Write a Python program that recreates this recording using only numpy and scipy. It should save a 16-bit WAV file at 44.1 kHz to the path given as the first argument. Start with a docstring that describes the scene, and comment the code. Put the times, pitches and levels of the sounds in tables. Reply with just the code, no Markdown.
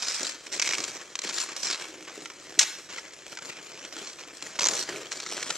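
"""Hockey on a frozen pond. From the start, blades shave the ice by stick-slip friction and the
sheet hums and thuds under the skaters' weight; chips fracture off in a flurry from 0.6 s.
At 2.3 s a stick first taps, and at 2.6 s a slap shot cracks, coloured by bright narrow peaks.
More taps and strokes follow, with a second flurry of chips at 4.6 s. Throughout, the forest
along the shore scatters the sound back, over a faint breeze."""
import sys
import numpy as np
from scipy import signal
from scipy.fft import rfft, irfft, next_fast_len
from scipy.io import wavfile
from scipy.ndimage import uniform_filter1d, map_coordinates

SR = 44100
rng = np.random.default_rng(int(sys.argv[2]) if len(sys.argv) > 2 else 0)


def waveform_to_disk(signal):
    """Save audio, clipped to [-1, 1], as 16-bit WAV at the path in sys.argv[1]."""
    frames = np.transpose(np.atleast_2d(signal))
    scaled = np.clip(frames, -1, 1) * 32767
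    samples = np.round(scaled).astype(np.int16)
    wavfile.write(sys.argv[1], SR, samples)


N = 245637

# hiss spectrum of the steel edge: f/Hz, level/dB
EDGE_SPECTRUM = [(2500, -38), (3500, -4.5), (4150, 2), (4700, -1), (5900, 2.5), (6700, -2), (7400, 1),
                 (8300, -9), (9000, -12.5), (9800, -20.5), (13500, -32), (15000, -54)]
# grinding spectrum of boot and blade holder: f/Hz, level/dB
GRIND_SPECTRUM = [(120, -29), (400, -10), (800, -8.5), (1100, -4.5), (1700, -3), (2000, -4), (2350, -1.5),
                  (2800, -5), (3300, -3.5), (4500, -31.5), (8000, -42)]


def amp(db):
    """Amplitude ratio of a level in decibels."""
    return 10 ** (np.asarray(db) / 20)


def unit(x):
    """Normalisation to rms 1."""
    return x / np.sqrt(np.mean(x ** 2) + 1e-20)


def along(points, hz):
    """Interpolation of (f/Hz, value) points on a logarithmic frequency axis."""
    f, values = np.transpose(points)
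    return np.interp(np.log(hz + 1), np.log(np.sort(f)), values)


def wobble(rate):
    """Smooth random modulation: a spline through `rate` knots a second."""
    knots = rng.standard_normal(int(N * rate / SR) + 4)
    return map_coordinates(knots, [np.arange(N) * rate / SR])


def add(track, start_s, sound):
    """Superposition of a sound on a track."""
    start = max(round(start_s * SR), 0)
    track[start:start + len(sound)] += sound[:N - start]


def filtered(x, response):
    """Linear filtering: the spectrum of x times a complex frequency response."""
    size = next_fast_len(x.shape[-1] + 4096, True)
    hz = np.fft.rfftfreq(size, 1 / SR)
    return irfft(rfft(x, size) * response(hz), size)[..., :x.shape[-1]]


def coloured(x, spectrum):
    """Minimum-phase filtering with unit energy: the spectrum sets shape, not level."""
    size = 2048
    cepstrum = irfft(np.log(amp(along(spectrum, np.fft.rfftfreq(size, 1 / SR)))))
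    cepstrum[1:size // 2] *= 2  # folding the cepstrum makes the filter causal
    cepstrum[size // 2 + 1:] = 0
    kernel = irfft(np.exp(rfft(cepstrum)))
    return signal.fftconvolve(x, kernel / np.linalg.norm(kernel))[:len(x)]


def band_pass(f, centre, width):
    """Second-order band-pass response, 1 at its centre; all arguments in Hz."""
    return 1j * f * width / (centre ** 2 - f ** 2 + 1j * f * width)


def burst(hold, t60, attack):
    """Noise of a crushing contact: rise, hold and exponential decay, times in s."""
    t = np.arange(SR // 4) / SR
    decay = amp(-60 * np.maximum(t - hold, 0) / t60)
    return rng.standard_normal(len(t)) * (1 - np.exp(-t / attack)) * decay


def ports(x, diffuse_db):
    """Diffraction: two close microphone ports share the bass; their housing scatters and shades treble."""
    # scattered sound against direct: f/Hz, level/dB
    diffuse_share = [(250, -30), (1000, -20), (2500, -13), (6000, -10), (8500, -5), (10000, -2)]
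    # shadowing, left minus right: f/Hz, level/dB
    balance = [(2300, 0), (4600, -0.5), (5900, -7), (7400, 14.5), (10000, 7.5), (14000, 12)]
    # lead of the left port: f/Hz, phase/rad
    lead = [(2500, -0.08), (5300, -0.32), (6700, 0.63), (8200, -0.68), (10500, -0.45)]
    t = np.arange(SR // 100) / SR
    sprays = rng.standard_normal((3, len(t))) * np.exp(-t / .002)  # short reflections in a drifting mix
    scattered = sum(wobble(20) * signal.oaconvolve(x, h / np.linalg.norm(h))[:N] for h in sprays)
    side = filtered(scattered / np.sqrt(len(sprays)), lambda hz: amp(diffuse_db + along(diffuse_share, hz)))

    def shade(hz):
        halves = [[.5], [-.5]]
        pair = amp(along(balance, hz) * halves) * np.exp(1j * along(lead, hz) * halves)
        return pair / np.abs(pair.mean(axis=0))
    return filtered(np.array([x + side, x - side]), shade)


def placed(pair):
    """Time of arrival: sound from the right reaches the left port later."""
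    # bearing of the busiest skater: t/s, angle to the right/deg
    path = [(0, 5), (2.6, 20), (3.5, 27), (4.7, 20), (5.5, -26)]
    n = np.arange(N)
    bearing = np.radians(np.interp(n / SR, *np.transpose(path)))
    lag = SR * .02 * np.sin(bearing) / 343  # samples, for ports 0.02 m apart
    return np.array([map_coordinates(pair[0], [n - lag / 2]), map_coordinates(pair[1], [n + lag / 2])])


def winter_air():
    """Ambient noise: a faint, stationary broadband floor."""
    # still air: f/Hz, level/dB
    air_spectrum = [(15, -68), (25, -11), (243, 3.5), (318, 10), (769, -2), (1390, -16), (7280, 4.5),
                    (13800, -25.5), (15000, -53)]
    return amp(-58.5) * unit(coloured(rng.standard_normal(N), air_spectrum))


def breeze():
    """Flow noise: moving air rumbles below about 80 Hz, uncorrelated between the ports."""
    return amp(-66.5) * unit(filtered(rng.standard_normal((2, N)), lambda hz: 1 / (1 + (hz / 80) ** 2)))


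def forest(x, delay, t60, rise):
    """Scattering: trunks along the shore return a dense echo that swells and decays; times in s."""
    # colour of the echo: f/Hz, gain/dB
    echo_spectrum = [(150, -2), (1500, 2), (3000, -2.5), (7000, -7.5), (12000, -1)]
    late = np.maximum(np.arange(SR) / SR - delay, 0)
    tail = rng.standard_normal(SR) * (1 - np.exp(-late / rise)) * amp(-60 * late / t60)
    tail = filtered(tail / np.linalg.norm(tail), lambda hz: amp(along(echo_spectrum, hz)))
    return signal.fftconvolve(x, tail)[:N]


def steps():
    """Impact on a plate: a skater's weight lands and the ice sheet thuds."""
    # landings: t/s, relative level/dB
    landings = [(0.203, -33), (0.224, -30), (0.559, -32.5), (0.803, -36), (0.967, -45), (1.247, -32),
                (2.175, -33.5), (2.218, -34.5), (2.575, -35), (3.963, -36), (4.012, -34.5), (4.329, -43),
                (4.425, -36.5), (4.719, -33)]
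    # the sheet's response to a landing: f/Hz, level/dB
    thud_spectrum = [(25, -30), (60, -32), (100, -26), (160, -1.5), (240, -0.5), (340, 7), (560, 1),
                     (900, -13), (1800, -40)]
    force = np.zeros(N)
    for start, db in landings:
        add(force, start, amp(db - 6) * burst(hold=0.0037, t60=0.094, attack=0.0015))
    return coloured(force, thud_spectrum)


def taps():
    """Free vibration: a short contact leaves one damped, hollow mode of the stick sounding."""
    # a stick meets puck or ice: t/s, relative level/dB, mode f/Hz
    knocks = [(2.2562, -31.5, 1370), (2.9827, -30.5, 1375), (3.3718, -31, 1540), (3.387, -32.5, 1360),
              (3.499, -37.5, 1370), (3.568, -39.5, 1320), (3.966, -36.5, 1420), (5.2627, -30.5, 1320),
              (5.503, -23, 1390)]
    # wooden contact: f/Hz, level/dB
    wood_spectrum = [(150, -31), (500, -22), (900, 9), (1450, -18), (1900, 11.5), (2300, 9), (4500, 3.5),
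                     (7000, 3.5), (12000, -41)]
    contact, hollow = np.zeros((2, N))
    t = np.arange(SR // 10) / SR
    envelope = amp(-60 * t / 0.03) * (1 - np.exp(-t / 0.0016))
    for start, db, hz in knocks:
        add(contact, start, amp(db) * burst(hold=0.0014, t60=0.026, attack=0.00039))
        add(hollow, start, amp(db + 2) * envelope * np.sin(2 * np.pi * hz * t))
    return coloured(contact, wood_spectrum) + hollow


def effort():
    """Incoherent addition: stroke and glide powers sum to the gains of hiss, grinding and ice sheet."""
    # pushes of a blade: t/s, duration/s, hiss level/dB, grinding re hiss/dB, load on the sheet/dB
    strokes = [(-0.02, 0.3, -35, -5.5, -12), (0.516, 0.043, -38, -4.5, -4), (0.625, 0.018, -33.5, -9, -3),
               (0.685, 0.058, -37, -5, 4.5), (0.76, 0.12, -39.5, -6, 1), (0.894, 0.12, -49, 1.5, -7),
               (1.228, 0.068, -36.5, -3, -2), (1.322, 0.035, -36.5, -4, -3), (1.372, 0.039, -31, -5.5, -6),
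               (1.479, 0.049, -44.5, 1.5, -1.5), (1.557, 0.046, -41.5, -2, -2),
               (1.623, .12, -38, -0.5, -1.5), (1.788, 0.061, -45.5, 3, -3.5), (1.883, 0.14, -66, 4, 4),
               (2.067, 0.017, -46.5, 5.5, 3), (2.144, 0.1, -48.5, -4, -1.5), (2.44, 0.19, -53.5, 1.5, 1),
               (2.886, 0.076, -43.5, 0.5, -3), (3.25, 0.017, -46, -0.5, 4), (3.313, 0.037, -51, -1, 0),
               (3.405, 0.081, -47, -1.5, 2), (3.549, 0.027, -50, 4, 4.5), (3.688, 0.16, -50, 0.5, 1),
               (3.928, 0.13, -45.5, -1, -0.5), (4.033, 0.048, -39, -6, -15), (4.178, 0.031, -46.5, 0, -2.5),
               (4.413, 0.15, -45, -1.5, -0.5), (4.586, 0.085, -35.5, -9, 7), (4.682, 0.13, -33.5, -7, 4),
               (4.871, 0.054, -43.5, 4.5, 5.5), (4.892, 0.13, -45, 0.5, 7.5), (5.103, 0.21, -42, -5, -2.5),
               (5.311, 0.23, -39.5, -2, 3)]
    attack_s, release_db_per_s = 0.0092, 212  # the edge digs in, then lifts away
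    glide_db = [[-52.5], [-53], [-56.5]]  # coasting: hiss, grinding, sheet
    t = np.arange(N) / SR
    power = amp(glide_db) ** 2 * np.ones(N)
    for start, length, hiss_db, grind_db, weight_db in strokes:
        rise = np.clip((t - start) / attack_s, 0, 1)
        release = amp(-release_db_per_s * np.maximum(t - start - length, 0))
        sheet_db = -50 + 0.34 * (hiss_db + 38.5) + weight_db  # grows 0.34 dB per dB of hiss
        power += (amp([[hiss_db], [hiss_db + grind_db], [sheet_db]]) * rise * release) ** 2
    return np.sqrt(power)


def fractures(rate, spread_db, life, smooth):
    """Stick-slip envelope: `rate` slips a second, time constant `life`/s, over a `smooth` power share."""
    gaps, strengths = rng.random((4000, 2)).T
    onsets = (np.cumsum(.2 + 1.6 * gaps) * SR / rate).astype(int)
    energy = np.bincount(onsets[onsets < N], amp(spread_db * strengths[onsets < N]) ** 2, N)
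    age = np.arange(SR // 20) / SR / life
    power = np.abs(signal.fftconvolve(energy, age * np.exp(-age))[:N])
    return np.sqrt(smooth + (1 - smooth) * power / power.mean())


def patchy(x, depth_db):
    """Random spectral modulation: resonances come and go as blade angle and contact point change."""
    spectra = signal.stft(x, nperseg=512)[2]
    field = uniform_filter1d(rng.standard_normal(spectra.shape), size=4, axis=0)  # smooth in frequency
    field = uniform_filter1d(field, size=6, axis=1)  # and in time
    return unit(signal.istft(spectra * amp(depth_db * unit(field)), nperseg=512)[1][:N])


def blades():
    """Friction excitation: each slip drives the steel edge, boot and holder, and the floating ice."""
    # hum of the ice sheet: f/Hz, level/dB
    sheet_spectrum = [(25, -48), (140, -1), (250, -3), (320, 6), (600, 2.5), (850, -8.5), (1600, -28.5)]
    edge_gain, grind_gain, sheet_gain = effort()
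    bumps = amp(1.4 * wobble(70))  # uneven ice makes the pressure on the edge flutter
    slips = bumps * fractures(rate=280, spread_db=19, life=0.00081, smooth=0.35)

    def scrape(spectrum, depth_db):
        friction = slips * patchy(rng.standard_normal(N), depth_db)
        return unit(coloured(friction, spectrum))
    edge = edge_gain * scrape(EDGE_SPECTRUM, depth_db=2)
    grind = grind_gain * scrape(GRIND_SPECTRUM, depth_db=2)
    sheet = sheet_gain * scrape(sheet_spectrum, depth_db=1.5)
    return edge + grind + sheet


def chips():
    """Brittle fracture: a bright snap inside a few milliseconds of crushing that shakes edge and boot."""
    # a blade bites off ice: t/s, relative level/dB, boot's offset/dB
    bites = [(0.109, -26, -1), (0.23, -10, -21), (0.466, -19.5, -5.5), (0.596, -8, -5), (0.616, -11.5, -9),
             (0.622, -6.5, -7.5), (0.649, -19, -1), (0.674, -10, -5.5), (0.689, -12.5, -11),
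             (0.707, -15, -5), (0.7228, -12, -9), (0.733, -14.5, -2), (0.742, -13, -6.5), (0.75, -15, -6),
             (0.782, -14, -4.5), (0.803, -16, -9), (0.838, -11.5, -7), (0.847, -19, -10), (1.1536, -13, -8),
             (1.189, -15, -6.5), (1.217, -18, -6), (1.402, -20, -7), (1.413, -14.5, -19),
             (1.5631, -12.5, -11), (1.71, -14.5, -5), (2.3, -26.5, 2), (3.135, -28, -7), (3.351, -30, -8),
             (3.849, -20.5, -2.5), (3.924, -24, -3.5), (4.369, -27, -8), (4.423, -18.5, -6),
             (4.589, -11, -5), (4.593, -6.5, -12), (4.607, -11.5, -2.5), (4.616, -9, -11),
             (4.6217, -11, -9), (4.6303, -11, -3.5), (4.641, -9, -8), (4.653, -9, -8), (4.659, -7.5, -6),
             (4.6685, -6.5, -10), (4.6712, -18, -8), (4.685, -6, -9), (4.715, -18, -6), (4.735, -20, -6),
             (4.774, -18, -11), (5.117, -13.5, -6.5), (5.125, -15, -7), (5.2, -15.5, -8), (5.405, -23, -1),
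             (5.427, -13.5, -3.5), (5.503, -9, -10)]
    # breaking ice: f/Hz, level/dB
    snap_spectrum = [(300, -22), (2000, -4), (7000, 3), (10000, -28)]
    snap, edge, boot = np.zeros((3, N))
    for start, db, boot_db in bites:
        add(snap, start + .001, amp(db - 12) * burst(hold=.0005, t60=.004, attack=.0001))
        add(edge, start, amp(db - 15.5) * burst(hold=0.0025, t60=0.023, attack=0.001))
        add(boot, start, amp(db + boot_db - 9.5) * burst(hold=0.00084, t60=0.024, attack=0.00098))
    return coloured(snap, snap_spectrum) + coloured(edge, EDGE_SPECTRUM) + coloured(boot, GRIND_SPECTRUM)


def swelling(x):
    """Band emphasis: bands of the scrape swell during a stroke, some ringing, some broad."""
    # swelling bands: start t/s, end t/s, f/Hz, bandwidth/Hz, boost/dB
    bands = [(0, 0.21, 5100, 300, 7.5), (0.042, 0.243, 2090, 880, 5.5), (0.566, 0.79, 2300, 450, 9),
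             (0.576, 0.76, 5900, 300, 4), (1.183, 1.223, 4160, 120, 14), (3.475, 3.597, 2500, 450, 7.5),
             (1.584, 1.732, 5600, 1200, 9), (1.718, 1.768, 4270, 704, 9.5), (1.857, 2.094, 318, 40, 10.5),
             (4.615, 4.68, 6200, 500, 7), (4.545, 4.783, 850, 696, 5), (4.87, 5.02, 375, 49.7, 9.5)]
    out = x.copy()
    for start, end, hz, width, db in bands:
        stroke = x[max(round(start * SR), 0):round(end * SR)]
        band = filtered(stroke, lambda f: band_pass(f, hz, width))
        fade = signal.get_window(("tukey", .5), len(band))
        add(out, start, (amp(db) - 1) * fade * band)
    return out


def slap_shot():
    """Impact and friction: the stick slams onto ice and puck with a bright crack, then drags on the ice."""
    # blows on ice and puck: t/s, relative level/dB, contact/s, 60 dB decay/s
    blows = [(2.5897, -9.5, 0.0031, 0.01), (2.592, -5, 0.0019, 0.0099), (2.5949, -6.5, 0.0013, 0.025)]
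    # scuffs of the follow-through: t/s, relative level/dB, contact/s, 60 dB decay/s
    scuffs = [(2.602, -23.5, 0.012, 0.034), (2.612, -20, 0.005, 0.1), (2.627, -24.5, 0.0047, 0.043)]
    # bright narrow peaks that colour the crack: f/Hz, bandwidth/Hz, relative level/dB
    peaks = [(2230, 90, 1), (4030, 250, 3), (5740, 98, -6), (6700, 70, 4), (6900, 150, 9)]
    # crack of the impact: f/Hz, level/dB
    crack_spectrum = [(59, -41), (100, -31), (425, -17), (867, -35), (1460, -6), (2230, -8), (2990, -5.5),
                      (3920, -5.5), (4730, -5), (6090, 9.5), (9260, -13), (10300, -21), (15000, -44)]
    # stick sliding on ice: f/Hz, level/dB
    drag_spectrum = [(180, -40), (300, -26), (1010, -8.5), (1210, -11.5), (2360, -4), (4700, -5),
                     (6200, -0.5), (8500, -11.5), (10000, -25), (13600, -34), (15000, -62)]
    blow, drag = np.zeros((2, N))
    for start, db, hold, t60 in blows:
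        add(blow, start, amp(db) * burst(hold, t60, attack=0.00027))
    for start, db, hold, t60 in scuffs:
        add(drag, start, amp(db) * burst(hold, t60, attack=0.00058))
    crack = amp(-2.5) * coloured(blow, crack_spectrum)
    bright = filtered(blow, lambda f: sum(amp(db) * band_pass(f, hz, width) for hz, width, db in peaks))
    grit = fractures(rate=650, spread_db=15, life=0.0003, smooth=0.6)
    return crack + amp(-14) * np.std(blow) * unit(bright) + coloured(drag * grit, drag_spectrum)


def scene():
    """Superposition of the players, the shot from straight ahead, their echo and the air."""
    play = swelling(blades() + chips()) + taps() + steps()
    shot = slap_shot()
    echo = amp(-11.5) * forest(play + shot, delay=0.017, t60=0.44, rise=0.078)
    pond = ports(play + echo + winter_air(), diffuse_db=1.5)
    return placed(pond) + ports(shot, diffuse_db=-22) + breeze()


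def record(dry):
    """Saturation and band limiting: peaks are rounded, deep bass is thinned, the top treble is cut."""
    low_cut_hz, top_hz = 92, 14500
    rounded = dry / (1 + np.abs(dry) ** 6) ** (1 / 6)
    return filtered(rounded, lambda hz: (hz < top_hz) * hz / np.hypot(hz, low_cut_hz))


dry = scene()
out = record(dry)
waveform_to_disk(out)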